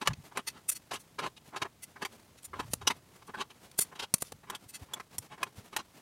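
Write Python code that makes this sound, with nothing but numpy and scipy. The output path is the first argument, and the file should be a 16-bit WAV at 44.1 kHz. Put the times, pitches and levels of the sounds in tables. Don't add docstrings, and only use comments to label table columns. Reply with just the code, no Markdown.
import sys
import numpy as np
from scipy import signal
from scipy.fft import rfft, irfft, next_fast_len
from scipy.io import wavfile
from scipy.ndimage import map_coordinates

SR = 44100
rng = np.random.default_rng(int(sys.argv[2]) if len(sys.argv) > 2 else 0)


def persist_wave(psi):
    counts = np.round(np.clip(psi, -1, 1) * 32767).astype(np.int16)
    wavfile.write(sys.argv[1], SR, np.atleast_2d(counts).T)


N = 265345
TIME = np.arange(N) / SR

# (time [s], touch (lead [s], level [dB], brightness [dB]),
#  catch (rise [s], level [dB], brightness [dB], high-band level [dB]),
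#  seat (lag [s], rise [s], level [dB], brightness [dB]))
HOOKINGS = [(0.0741, (.055, -35, -7), (.0005, -22, -2.5, -32), (0.033, 0.004, -44, -14)),
            (0.3734, (0.054, -51.5, -14), (.0006, -29.5, -8, -38.5), (.018, 0.0073, -39.5, -8.5)),
            (0.9421, (.026, -36, -6.5), (0.0092, -39.5, -3, -44.5), (0.016, 0.0029, -46, 3.5)),
            (1.2437, (.052, -33, -8), (.016, -35.5, -8, -57), (0.023, 0.0065, -35, -9)),
            (1.6225, (.057, -36, -6), (.003, -29.5, -4.5, -45.5), (0.032, 0.0064, -39, -18)),
            (2.0262, (.062, -47.5, -18), (0.0053, -34.5, -7, -49.5), (0.024, .0003, -35, -3.5)),
            (2.6016, (.064, -38.5, -22), (0.0059, -32.5, -9.5, -51), (0.032, .008, -52, -10)),
            (2.8751, (.058, -44.5, -9), (.0024, -27, 6, -31), (0.031, 0.0042, -30, -6)),
            (3.4128, (.068, -37.5, -18), (.0077, -34, -3, -49.5), (.094, 0.0042, -55, 1)),
            (4.0003, (.042, -51, -2), (0.0045, -41.5, 5, -48.5), (.034, .009, -40, 0.5)),
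            (4.5002, (.062, -54, -15), (.0008, -35.5, -6, -42), (.049, .0002, -46, 5.5)),
            (4.9359, (.045, -58, -14), (.0005, -42.5, 9, -38), (0.063, 0.00075, -40, -12.5)),
            (5.4303, (.047, -51, -13), (.0004, -26.5, -7, -38.5), (0.041, 0.0057, -49.5, -10.5)),
            (5.7647, (.033, -45.5, -7), (0.00063, -30, -2, -33.5), (.034, .015, -42, -5))]
# (time [s], length [s], level [dB], brightness [dB])
GRAZES = [(.066, .011, -39, -5), (.366, .014, -44, -8), (.57, .04, -54, -8), (1.376, .013, -60, 8),
          (1.547, .025, -43, -20), (2.565, .025, -48, -12), (3.226, .01, -53, -9),
          (3.296, .018, -44.5, -17), (3.39, .028, -42.5, -10), (3.929, .017, -48.5, -17),
          (4.532, .036, -46.5, -13), (4.9735, .021, -48.5, -14), (5.33, .029, -47, -9),
          (5.419, .018, -47, -11)]
# (time [s], length [s], clack level [dB], chime level [dB])
CLINKS = [(0.4814, 0.013, -34, -37), (.5, .014, -51, -57), (.696, .012, -38, -24.5),
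          (.724, 0.015, -46, -37), (0.763, .018, -46.5, -45), (1.008, 0.02, -62, -56.5),
          (1.837, 0.015, -49, -43.5), (2.385, 0.016, -58.5, -64), (2.432, .008, -60, -54),
          (2.4525, .014, -53.5, -43), (2.728, 0.027, -57.5, -52), (3.785, .008, -51, -38),
          (3.818, .02, -39.5, -27.5), (3.277, .012, -61, -59), (4.214, .013, -54, -47),
          (4.265, .04, -58, -58.5), (4.699, 0.018, -57.5, -50), (4.754, .02, -45, -46)]
# (time [s], rise [s], knock level [dB], clack level [dB], chime level [dB])
CLICKS = [(.134, .0005, -50, -42, -58), (2.7349, .0005, -31.5, -32, -26), (3.7142, .0003, -69, -54, -56),
          (3.7925, .003, -35, -30.5, -21.5), (4.14, .0003, -27.5, -24.5, -17.5),
          (4.1828, .0004, -68, -56, -48), (4.2217, .0005, -35.5, -38, -28.5),
          (4.321, .0006, -41, -45, -46.5), (5.1831, .00044, -47.5, -39, -29.3)]
# (frequency [Hz], relative level [dB])
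RAIL_MODES = [(398, -3.5), (855, -2), (1046, 0.5), (1165, -9), (1680, -4), (2250, -11), (2640, -8.5),
              (2948, -5), (3204, -6), (3840, -6), (4430, -15), (5700, -15), (5955, -19), (6070, -13),
              (7410, -21), (8764, -20), (9372, -17.5), (10520, -17.5), (12190, -31), (13355, -25)]
BRACKET_MODES = [(2030, -12), (2610, -10), (3350, -14), (4440, -7), (5690, -8), (6220, -8), (7100, -4),
                 (8063, -2), (8618, -5), (9060, -3), (9345, -3), (10432, 1), (10980, -9), (12110, -7),
                 (12985, -7), (13615, -8), (14640, -17)]
# (time [s], frequency [Hz], relative level [dB])
STRIKE_PARTIALS = [(.074, 1165, -5), (.074, 1717, -11.5), (.074, 2924, -7), (.481, 900, -13),
                   (.481, 4430, -11), (.481, 9000, -1), (2.735, 10530, -2), (2.875, 2910, -10),
                   (2.875, 5840, -11), (2.875, 6040, -7.5), (4.14, 164, -12), (4.549, 3260, -11),
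                   (4.936, 3430, 4), (4.936, 3355, 3), (5.183, 5590, -2.5), (5.43, 1040, -1.5),
                   (5.43, 2490, -2.5), (5.764, 852, -3), (5.764, 1880, -8.5), (5.764, 3920, -14)]
# (low to middle [Hz], middle to high [Hz])
RAIL_CROSSOVERS = (2350, 6500)
BRACKET_CROSSOVERS = (1200, 6500)
# (time [s], length [s], level [dB])
STEPS = [(0.111, 0.036, -35), (0.19, 0.024, -47), (1.485, 0.016, -56.5), (2.73, 0.28, -51),
         (4.346, 0.021, -54.5), (4.666, 0.014, -54), (4.826, 0.015, -44), (5.192, 0.021, -48.5),
         (5.589, 0.013, -44)]
# (time [s], level [dB])
SWISHES = [(.263, -54.5), (1.478, -55), (1.9, -60.5), (2.135, -55), (2.669, -56), (2.97, -59),
           (3.16, -59.5), (3.647, -56), (3.855, -57.5), (4.635, -58), (4.822, -54.5), (5.137, -54.5),
           (5.244, -53.5), (5.583, -53), (5.661, -56.5), (5.972, -56)]
# (frequency [Hz], relative spectral density [dB])
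RAIL_SPECTRUM = [(40, -38), (90, -15), (190, -7), (350, -7), (580, -9), (1050, -0.5), (1450, -5.5),
                 (1950, -10), (2900, -7.5), (5300, -15), (9300, -21), (13600, -29.5), (16000, -43)]
BRACKET_SPECTRUM = [(30, -35.5), (80, -16.5), (160, -5), (400, -10), (1200, -10.5), (3800, -9.5),
                    (7500, -8), (9200, -4.5), (10600, -7), (13700, -10.5), (16000, -22)]
STEP_SPECTRUM = [(25, -26), (55, -2), (90, 6.5), (130, 2), (200, -8), (290, -20), (2000, -101.5)]
RUSTLE_SPECTRUM = [(88, -37.5), (150, -3), (790, -8.5), (1020, -9), (1500, -13.5), (10800, -21.5),
                   (16000, -28)]
ROOM_SPECTRUM = [(20, -27.5), (60, -9), (115, -3.5), (200, -10), (840, -27.5), (8000, -30), (16000, -35)]
# (frequency [Hz], reverberation time [s])
REVERB_TIMES = [(150, 0.16), (1500, 0.16), (12000, 0.12)]


def rails():
    contacts = [contact for row in HOOKINGS for contact in hooking(*row)]
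    contacts += [rail_contact(s, length / 2, length / 2, db, bright) for s, length, db, bright in GRAZES]
    return steel(contacts, RAIL_MODES, RAIL_SPECTRUM, RAIL_CROSSOVERS, modes_db=-5.5,
                 hard_ring_db=0.5, tilt_db=4.5, grit_db=1.5, after_db=-28, after_t60=0.1)


def hooking(s, touch, catch, seat):
    lead, touch_db, touch_bright_db = touch
    rise, db, bright_db, high_db = catch
    lag, seat_rise, seat_db, seat_bright_db = seat
    catch_fall = .0066 + .35 * rise
    return [rail_contact(s - lead, rise=.0036, fall=.0112, db=touch_db, bright_db=touch_bright_db),
            rail_contact(s - .008, rise=.016, fall=.028, db=-54, bright_db=-12),
            (s, rise, catch_fall, db, db + bright_db, high_db),
            rail_contact(s + lag, seat_rise, fall=.0098, db=seat_db, bright_db=seat_bright_db)]


def rail_contact(s, rise, fall, db, bright_db):
    snap_db = 6 * np.exp(-rise / .0029)
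    high_db = db - 11.5 + 0.89 * bright_db + snap_db
    return s, rise, fall, db, db + bright_db, high_db


def spare_brackets():
    rise_share, knock_db, click_fall_s = 0.48, -15.5, .0042
    contacts = [(s, rise_share * length, (1 - rise_share) * length, clack + knock_db, clack, chime)
                for s, length, clack, chime in CLINKS]
    contacts += [(s, rise, click_fall_s, *levels) for s, rise, *levels in CLICKS]
    return steel(contacts, BRACKET_MODES, BRACKET_SPECTRUM, BRACKET_CROSSOVERS, modes_db=-0.3,
                 hard_ring_db=-0.7, tilt_db=-0.5, grit_db=3.5, after_db=-26, after_t60=0.094)


def steel(contacts, modes, spectrum, crossovers, modes_db, hard_ring_db, tilt_db, grit_db,
          after_db, after_t60):
    track, lead = np.zeros(N), 0.1
    t = np.arange(SR // 4) / SR - lead
    hz, mode_db = np.transpose(modes)
    strike_s, strike_hz, strike_db = np.transpose(STRIKE_PARTIALS)
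    after_ring = (t > 0) * amp(after_db - 60 * np.abs(t) / after_t60)
    for s, rise, fall, *levels in contacts:
        hardness = np.tanh(np.log(0.0042 / rise))
        detune, scatter = rng.standard_normal((2, len(hz)))
        ring = unit(partials(hz * (1 + 0.0031 * detune), mode_db + 3 * scatter, t))
        ring *= amp(modes_db + hard_ring_db * hardness)
        struck = np.abs(strike_s - s) < .005
        ring += partials(strike_hz[struck], strike_db[struck], t)
        vibration = ring + friction(spectrum, len(t), grit_db)
        vibration = filtered(vibration, lambda f: amp(tilt_db * hardness * np.log2(1 + f / 400)))
        envelope = np.maximum(pulse(t, rise, fall), after_ring)
        bands = three_bands(vibration, crossovers)
        add(track, sum(burst(band, envelope, db) for band, db in zip(bands, levels)), s - lead)
    return track


def friction(spectrum, size, grit_db):
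    ripple_hz = np.linspace(0, SR / 2, 160)
    ripple_db = 3.5 * rng.standard_normal(len(ripple_hz))
    slips = noise(spectrum, size) * amp(grit_db * wobble(900, size))
    return unit(filtered(slips, lambda hz: amp(np.interp(hz, ripple_hz, ripple_db))))


def feet():
    track, lead, rise_share = np.zeros(N), 0.5, 0.49
    t = np.arange(SR) / SR - lead
    for s, length, db in STEPS:
        force = pulse(t, rise_share * length, (1 - rise_share) * length)
        add(track, burst(noise(STEP_SPECTRUM, len(t)), force, db), s - lead)
    return track


def jacket():
    sway = amp(-65.5 + 1.8 * wobble(11, N))
    swishes = sum(amp(db) * pulse(TIME - s, rise=.021, fall=.021) for s, db in SWISHES)
    folds = amp(1.9 * wobble(150, N))
    return np.hypot(sway, swishes) * folds * noise(RUSTLE_SPECTRUM, N)


def reverberation(x):
    hz, t, spectra = signal.stft(rng.standard_normal(SR // 2), SR, nperseg=256)
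    decay = amp(-60 * t / log_interp(REVERB_TIMES, hz)[:, None])
    tail = signal.istft(spectra * decay, SR, nperseg=256)[1]
    return signal.fftconvolve(x, tail / np.linalg.norm(tail))[:N]


def room_noise():
    return amp(-65 + 1.1 * wobble(4.37, N)) * noise(ROOM_SPECTRUM, N)


def partials(hz, db, t):
    phase = rng.uniform(0, 2 * np.pi, (len(hz), 1))
    return np.sqrt(2) * amp(db) @ np.sin(2 * np.pi * hz[:, None] * t + phase)


def pulse(t, rise, fall):
    return np.exp(-.5 * (t / np.where(t < 0, rise, fall)) ** 2)


def burst(x, envelope, db):
    shaped = x * envelope
    return amp(db) * shaped * np.linalg.norm(envelope) / (np.linalg.norm(shaped) + 1e-12)


def three_bands(x, crossovers):
    low, below_high = [filtered(x, lambda hz: 1 / (1 + (hz / edge) ** 14)) for edge in crossovers]
    return low, below_high - low, x - below_high


def noise(spectrum, size):
    return unit(filtered(rng.standard_normal(size), lambda hz: amp(log_interp(spectrum, hz))))


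def wobble(rate, size):
    return map_coordinates(rng.standard_normal(size // 8), [np.arange(size) * rate / SR], mode="wrap")


def filtered(x, response):
    size = next_fast_len(len(x) + 2048)
    return irfft(rfft(x, size) * response(np.fft.rfftfreq(size, 1 / SR)), size)[:len(x)]


def log_interp(points, hz):
    point_hz, values = np.transpose(points)
    return np.interp(np.log(hz + 1), np.log(point_hz + 1), values)


def add(track, x, start):
    i = round(start * SR)
    lo, hi = max(i, 0), min(i + len(x), N)
    track[lo:hi] += x[lo - i:hi - i]


def amp(db):
    return 10 ** (np.asarray(db) / 20)


def unit(x):
    return x / np.sqrt(np.mean(x ** 2) + 1e-20)


def scene():
    direct = rails() + spare_brackets() + feet() + jacket()
    return (direct + amp(-23) * reverberation(direct) + room_noise())[None]


def record(dry):
    cutoff_hz = 15950
    return np.array([filtered(x, lambda hz: 1 / np.hypot(1, (hz / cutoff_hz) ** 100)) for x in dry])


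dry = scene()
out = record(dry)
persist_wave(out)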